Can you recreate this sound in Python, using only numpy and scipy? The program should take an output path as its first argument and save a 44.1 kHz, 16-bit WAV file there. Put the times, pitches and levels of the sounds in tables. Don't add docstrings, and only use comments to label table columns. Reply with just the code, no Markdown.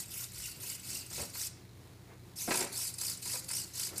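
import sys
import numpy as np
from scipy import signal
from scipy.fft import rfft, irfft, next_fast_len
from scipy.io import wavfile
from scipy.ndimage import uniform_filter1d, map_coordinates

SR = 44100
rng = np.random.default_rng(int(sys.argv[2]) if len(sys.argv) > 2 else 0)


def bounce(signal):
    frames = np.transpose(np.atleast_2d(signal))
    limited = np.clip(frames, -1, 1)
    pcm = np.round(limited * 32767).astype(np.int16)
    wavfile.write(sys.argv[1], SR, pcm)


N = 176400
KNOCK_RISE_S = 0.0018


def amp(db):
    return 10 ** (np.asarray(db) / 20)


def unit(x):
    return x / np.sqrt(np.mean(x ** 2) + 1e-20)


def along(points, hz):
    pitches, values = np.transpose(points)
    return np.interp(np.log(hz + 1), np.log(pitches + 1), values)


def wobble(rate):
    return map_coordinates(rng.standard_normal(int(N * rate / SR) + 4), [np.arange(N) * rate / SR])


def filtered(x, response):
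    size = next_fast_len(N + SR // 2)
    return irfft(rfft(x, size) * response(np.fft.rfftfreq(size, 1 / SR)), size)[:N]


def coloured(x, *colours):
    size = 8192
    hz = np.fft.rfftfreq(size, 1 / SR)
    gain = unit(amp(sum(along(colour, hz) for colour in colours)))
    cepstrum = irfft(np.log(gain + 1e-6))
    cepstrum[1:size // 2] *= 2
    cepstrum[size // 2 + 1:] = 0
    return signal.fftconvolve(x, irfft(np.exp(rfft(cepstrum))))[:N]


def add(track, start_s, sound):
    i = round(start_s * SR)
    track[i:i + len(sound)] += sound[:N - i]


def swells(rows):
    t = np.arange(N) / SR
    return sum(amp(db) * np.exp(-.5 * ((t - peak_s) / width) ** 2) for peak_s, width, db in rows)


def background():
    # pitch_hz, level_db
    tones = [(60, -69.5), (91, -62.5), (120, -59)]
    # pitch_hz, level_db
    air = [(15, -34), (25, -35), (43, -18), (125, -5), (146, -10.5), (191, -5.5), (213, -14.5), (344, -12),
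           (501, -21.5), (1060, -25.5), (1280, -29), (1540, -29.5), (2780, -32.5), (4260, -32),
           (15000, -39)]
    t = np.arange(N) / SR
    hum = sum(amp(db) * np.sqrt(2) * np.sin(2 * np.pi * hz * t + 0.43 * wobble(3.74)) for hz, db in tones)
    return hum + amp(-56.5 + 1.53 * wobble(11.9)) * coloured(rng.standard_normal(N), air)


def rumbles_and_rustles():
    # peak_s, half_width_s, level_db
    rumbles = [(.43, 0.061, -56.5), (1.205, 0.035, -49)]
    # pitch_hz, level_db
    rumble_colour = [(25, -20), (55, -1), (135, 1), (220, -14), (500, -36), (2000, -67)]
    # peak_s, half_width_s, level_db
    rustles = [(1.935, 0.015, -64), (2.12, 0.033, -58), (3.94, 0.03, -53)]
    # pitch_hz, level_db
    rustle_colour = [(100, -21), (350, 8), (600, 0), (1000, -3.5), (2200, -5), (3200, -16), (10000, -33)]
    rumble = swells(rumbles) * coloured(rng.standard_normal(N), rumble_colour)
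    return rumble + swells(rustles) * coloured(rng.standard_normal(N), rustle_colour)


def room_echo(x):
    # pitch_hz, fade_s (the time to fall by 60 dB)
    fades = [(200, 0.48), (2000, 0.77), (8000, 0.32), (15000, 0.14)]
    tail_db, early_db, early_fade_s = -10, -9, 0.026
    hz, t, noise = signal.stft(rng.standard_normal((2, SR // 2)), SR, nperseg=256)
    tail = signal.istft(noise[0] * amp(-60 * t / along(fades, hz)[:, None]), SR, nperseg=256)[1]
    early = signal.istft(noise[1] * amp(-60 * t / early_fade_s), SR, nperseg=256)[1]
    echo = amp(tail_db) * tail / np.linalg.norm(tail) + amp(early_db) * early / np.linalg.norm(early)
    return signal.fftconvolve(x, np.pad(echo, (SR // 500, 0)))[:N]


def footfalls():
    # start_s, pitch_hz, level_db
    landings = [(1.194, 581, -54), (1.224, 580, -52), (2.507, 530, -40), (3.34, 519.3, -47)]
    # pitch_multiple, level_db, fade_s
    plank = [(1, 3.5, .18), (1.9, 0.5, 0.088), (2.28, -3, 0.15)]
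    t = np.arange(SR // 2) / SR
    rise = 1 - np.exp(-t / KNOCK_RISE_S)
    notes = np.zeros(N)
    for start_s, hz, db in landings:
        ring = sum(amp(db + tone_db - 60 * t / fade_s) * np.sin(2 * np.pi * (k * hz * t + rng.random()))
                   for k, tone_db, fade_s in plank)
        add(notes, start_s, rise * ring)
    return notes


def knocks():
    # start_s, thud_db, clack_db
    hits = [(.632, -56, -45.5), (.703, -71, -54), (1.112, -52.5, -48.5), (1.178, -40.5, -55),
            (1.194, -38.5, -58), (1.224, -42.5, -45), (1.351, -72, -43.5), (2.476, -28.5, -51),
            (2.483, -31, -38), (2.507, -32.5, -25.5), (2.515, -33, -28), (2.543, -40, -31),
            (2.572, -38, -39), (2.592, -40.5, -36.5), (2.609, -35, -35), (2.622, -45, -36.5),
            (2.638, -38, -45), (2.664, -46.5, -42.5), (3.015, -55, -46.5), (3.257, -52.5, -45),
            (3.338, -45.5, -52), (3.353, -53, -42), (3.502, -60, -39.5), (3.513, -69, -60)]
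    # pitch_hz, level_db, fade_s
    boards = [(247.2, 2.5, 0.45), (347, -6, 0.18), (369.5, 5, 0.26), (434.5, -2.5, 0.35), (534, -12, .3),
              (653, -3, 0.29), (696, -8, .3), (720, -8.5, 0.34), (865, -2, 0.23), (970, -12, 0.15)]
    # pitch_hz, level_db
    thud_colour = [(70, -22), (190, -4), (250, -2), (305, -5), (370, 1.5), (480, -1.5), (600, -3),
                   (720, -4.5), (950, -8.5), (1150, -13), (2500, -22), (8000, -50)]
    # pitch_hz, level_db
    clack_colour = [(200, -29), (700, -8.5), (950, 4.5), (1120, -9), (1350, -0.5), (1900, -3.5),
                    (2400, 3.5), (3100, -11), (4200, -6.5), (7000, -12), (15000, -50)]
    thud_fade_s, clack_fade_s, ring_db = 0.088, 0.071, -5
    t = np.arange(SR // 2) / SR
    thuds, clacks, rings = np.zeros((3, N))
    rise = 1 - np.exp(-t / KNOCK_RISE_S)
    for start_s, thud_db, clack_db in hits:
        add(thuds, start_s, rise * amp(thud_db - 60 * t / thud_fade_s) * rng.standard_normal(len(t)))
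        add(clacks, start_s, rise * amp(clack_db - 60 * t / clack_fade_s) * rng.standard_normal(len(t)))
        ring = sum(amp(db + rng.normal(0, 1.9) - 60 * t / fade_s)
                   * np.sin(2 * np.pi * (hz * t + rng.random())) for hz, db, fade_s in boards)
        add(rings, start_s, rise * amp(thud_db + ring_db) * ring / np.abs(ring).max())
    return coloured(thuds, thud_colour) + coloured(clacks, clack_colour) + rings


def ticks():
    # pitch_hz, level_db
    colour = [(500, -10.5), (2200, 5), (2900, -9.5), (4100, 3.5), (5700, -7), (6400, -10.5), (6750, 5),
              (7200, -7), (9300, -5), (9700, 0), (10500, -8), (15000, -11)]
    pulses = [(.002, 5.5), (.0085, 1.5), (0.016, -7)]  # delay_s, level_db
    pulses_per_s, tick_s, level_db = 49.7, 0.002, -68.5
    t = np.arange(N) / SR
    kicks = sum(amp(db) * np.exp(-((t - delay_s) % (1 / pulses_per_s)) / tick_s) for delay_s, db in pulses)
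    ticking = kicks * amp(1.4 * wobble(77)) * rng.standard_normal(N)
    return amp(level_db) * unit(coloured(ticking, colour))


def squeaks():
    # peak_s, half_width_s, level_db
    chirps = [(.452, 0.015, -46), (.665, 0.013, -53), (.72, .014, -55), (.96, 0.0031, -39.5),
              (3.588, .005, -47.5)]
    pitch_hz = 2850 * (1 + .03 * wobble(1200) + .02 * wobble(80))
    return swells(chirps) * np.sin(2 * np.pi * np.cumsum(pitch_hz) / SR)


def gear_whine(pitch_hz):
    # speed_multiple, level_db
    legs = [(.92, -6), (.99, 1), (1.055, -2)]
    # pitch_multiple, level_db
    tones = [(.5, -18), (1, 1.5), (1.6, -1.5)]
    t = np.arange(len(pitch_hz)) / SR

    def unsteady(rate):
        return np.interp(t * rate, np.arange(SR // 20), rng.standard_normal(SR // 20))

    whine = np.zeros(len(t))
    for speed, leg_db in legs:
        waver = 1 + 0.0224 * unsteady(901) + .038 * unsteady(130)
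        cycles = np.cumsum(pitch_hz * speed * waver) / SR
        whine += sum(amp(leg_db + db) * np.sin(2 * np.pi * k * cycles) for k, db in tones)
    return unit(whine)


def tooth_rattle(turns):
    clicks_per_turn, scatter_db, rub_db, clump_db = 30, 2.5, 6.5, 4.5
    tooth = np.floor(turns * clicks_per_turn + .25 * wobble(600))
    sizes = amp(scatter_db * np.clip(rng.standard_normal(N), -2, 2))
    clicks = (np.diff(tooth, prepend=0) > 0) * sizes * rng.choice([-1, 1], N)
    chatter = signal.stft(unit(clicks) + amp(rub_db) * rng.standard_normal(N), nperseg=256)[2]
    clumps = uniform_filter1d(rng.standard_normal(chatter.shape), size=4, axis=0)
    clumps = uniform_filter1d(clumps, size=4, axis=1)
    chatter *= amp(clump_db * np.clip(unit(clumps), -2, 2))
    return unit(signal.istft(chatter, nperseg=256)[1][:N])


def servos():
    # start_s, fastest_s, end_s, base_db, top_turns_per_s, scrape_db, whine_db, whine_hz, bright_db
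    strokes = [(-.12, -0.01, .045, -41, 55, -7, -6, 5300, 5),
               (0.102, 0.209, .264, -40, 62, -7, -13, 5920, 6),
               (.332, 0.46, .53, -41.5, 54, 0, -3.5, 5640, 3),
               (0.599, 0.7, .765, -39, 62, -11, -17, 5600, 4.5),
               (0.831, .952, 1.03, -40, 54, 0, -2, 5650, 2.5),
               (1.1, 1.202, 1.265, -37, 58, -2, -7.5, 5740, -0.5),
               (1.335, 1.448, 1.482, -40.5, 56, 0.5, 1.5, 5460, 7),
               (2.367, 2.42, 2.495, -36.5, 68, -15, -1, 6400, 3),
               (2.493, 2.576, 2.65, -32, 61, 3.5, -12, 5420, -1),
               (2.719, 2.816, 2.908, -35.5, 56, -2.5, -2.5, 5350, 2.5),
               (2.982, 3.068, 3.152, -37, 64, 4.5, -1, 5130, 2.5),
               (3.22, 3.337, 3.402, -36, 54, 2.5, -2, 5420, 1),
               (3.482, 3.569, 3.645, -39.5, 63, 6, 4, 5600, 2),
               (3.735, 3.835, 3.9, -33, 55, -1.5, -8.5, 5110, -3),
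               (3.958, 4.053, 4.14, -33.5, 58, -8, -4.5, 5610, -4)]
    # peak_s, level_db
    twitches = [(.004, -39), (.060, -48), (0.084, -49.5), (.121, -44), (.142, -45), (.242, -39.5),
                (.322, -45.5), (.564, -51), (.609, -49), (.635, -45), (0.702, -39.5), (.752, -40),
                (0.8, -47), (.905, -37), (1.065, -45), (1.133, -41), (1.301, -44), (1.353, -41.5),
                (1.417, -34), (1.472, -37.5), (2.365, -45), (2.676, -44.5), (2.73, -41), (2.779, -37),
                (2.879, -35), (2.943, -38.5), (2.987, -36.5), (3.014, -31.5), (3.119, -38), (3.175, -43),
                (3.23, -43), (3.446, -41), (3.491, -36), (3.514, -34), (3.982, -31.5)]
    # pitch_hz, level_db
    first_case = [(530, -45), (900, -15), (1170, -13), (1460, -8.5), (1670, -18), (1940, -10), (2410, -7),
                  (2810, -5.5), (3050, -9), (3480, -7.5), (4150, -5), (4620, -1), (6520, -3), (7880, -2),
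                  (10200, -8), (12800, -4.5), (15300, -13)]
    # pitch_hz, level_db
    second_case = [(530, -47), (900, -13.5), (990, -9), (1210, -16.5), (1400, -9), (1610, -17), (1990, -14),
                   (2520, -8.5), (2740, -11), (3280, -12), (4000, -5.5), (4620, -3.5), (5200, -2),
                   (6290, -2), (8760, -3), (10100, -3), (13000, -4.5), (15300, -17)]
    # pitch_hz, level_db
    shared_case = [(100, -24), (300, 2), (600, -4.5), (1000, -3), (1800, 2.5), (2800, 1.5), (3400, 2),
                   (5000, -0.5), (11000, 2.5), (11900, 1), (13000, 2.5), (14000, -5.5)]
    # pitch_hz, level_db
    whine_colour = [(1900, -8), (2550, -7), (3150, -14), (4000, -1.5), (4600, 2), (5700, 1), (6500, 1),
                    (9200, 3), (11000, -8)]
    # pitch_hz, level_db
    scrape_colour = [(300, -22.5), (2000, -12), (4000, -15.5), (4600, -0.5), (6100, -4), (7200, 0.5),
                     (8700, 3.5), (10000, -3), (12800, -8.5), (15000, -14.5)]
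    walks = [(-.1, 1.48), (2.357, 4.1)]  # start_s, end_s
    attack_s, release_s, twitch_s = 0.00053, 0.0046, 0.0029
    swell_db, hold_db = 8.5, -54
    slowest, lowest_pitch, pitch_dip = 0.701, .76, 0.0809
    t = np.arange(N) / SR
    grind, bright, scrape, whine = np.zeros((4, N))
    for start, fastest, end, db, top_rate, scrape_db, whine_db, whine_hz, bright_db in strokes:
        i = np.flatnonzero((t > start) & (t < end + .1))
        effort = np.sin(np.pi * np.interp(t[i], [start, fastest, end], [0, .5, 1]))
        turns = np.cumsum(top_rate * (slowest + (1 - slowest) * effort)) / SR
        turns -= np.interp(fastest, t[i], turns)
        edges = (1 - np.exp(-(t[i] - start) / attack_s)) * np.exp(-np.maximum(t[i] - end, 0) / release_s)
        swell = amp(swell_db * (effort - 1.5))
        level = amp(db) * edges * swell
        grind[i] += level
        bright[i] += level * (amp(bright_db) - 1)
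        tight_spot = 1 / (1 + (((turns + .5) % 1 - .5) / .21) ** 4)
        scrape[i] += amp(db + scrape_db) * edges * swell ** 1.33 * unit(tight_spot)
        pitch_hz = whine_hz * (lowest_pitch + (1 - lowest_pitch) * effort)
        pitch_hz *= 1 - pitch_dip * (tight_spot - .5)
        whine[i] += amp(db + whine_db) * edges * swell ** .9 * gear_whine(pitch_hz) / 2
    for start, end in walks:
        grind = np.hypot(grind, amp(hold_db) * ((t > start) & (t < end)))
    for peak_s, db in twitches:
        scrape = np.hypot(scrape, swells([(peak_s, twitch_s, db)]))
    steady_turns = np.mean(strokes, axis=0)[4] * t
    teeth = tooth_rattle(steady_turns)
    treble = filtered(bright * teeth, lambda hz: along([(6000, 0.17), (11000, 1.0)], hz))
    gears = grind * teeth + treble
    first_walk = t < walks[1][0]
    cases = coloured(gears * first_walk, first_case[1:-1], shared_case)
    cases += coloured(gears * ~first_walk, second_case[1:-1], shared_case)
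    scraping = scrape * amp(wobble(60)) * tooth_rattle(steady_turns)
    return cases + coloured(whine, whine_colour) + coloured(scraping, scrape_colour)


def scene():
    robot = servos() + squeaks() + ticks() + knocks() + footfalls()
    stirrings = rumbles_and_rustles()
    return (amp(-1) * (robot + room_echo(robot)) + stirrings + background())[None]


def record(dry):
    return filtered(dry[0], lambda hz: hz < 15480)[None]


dry = scene()
out = record(dry)
bounce(out)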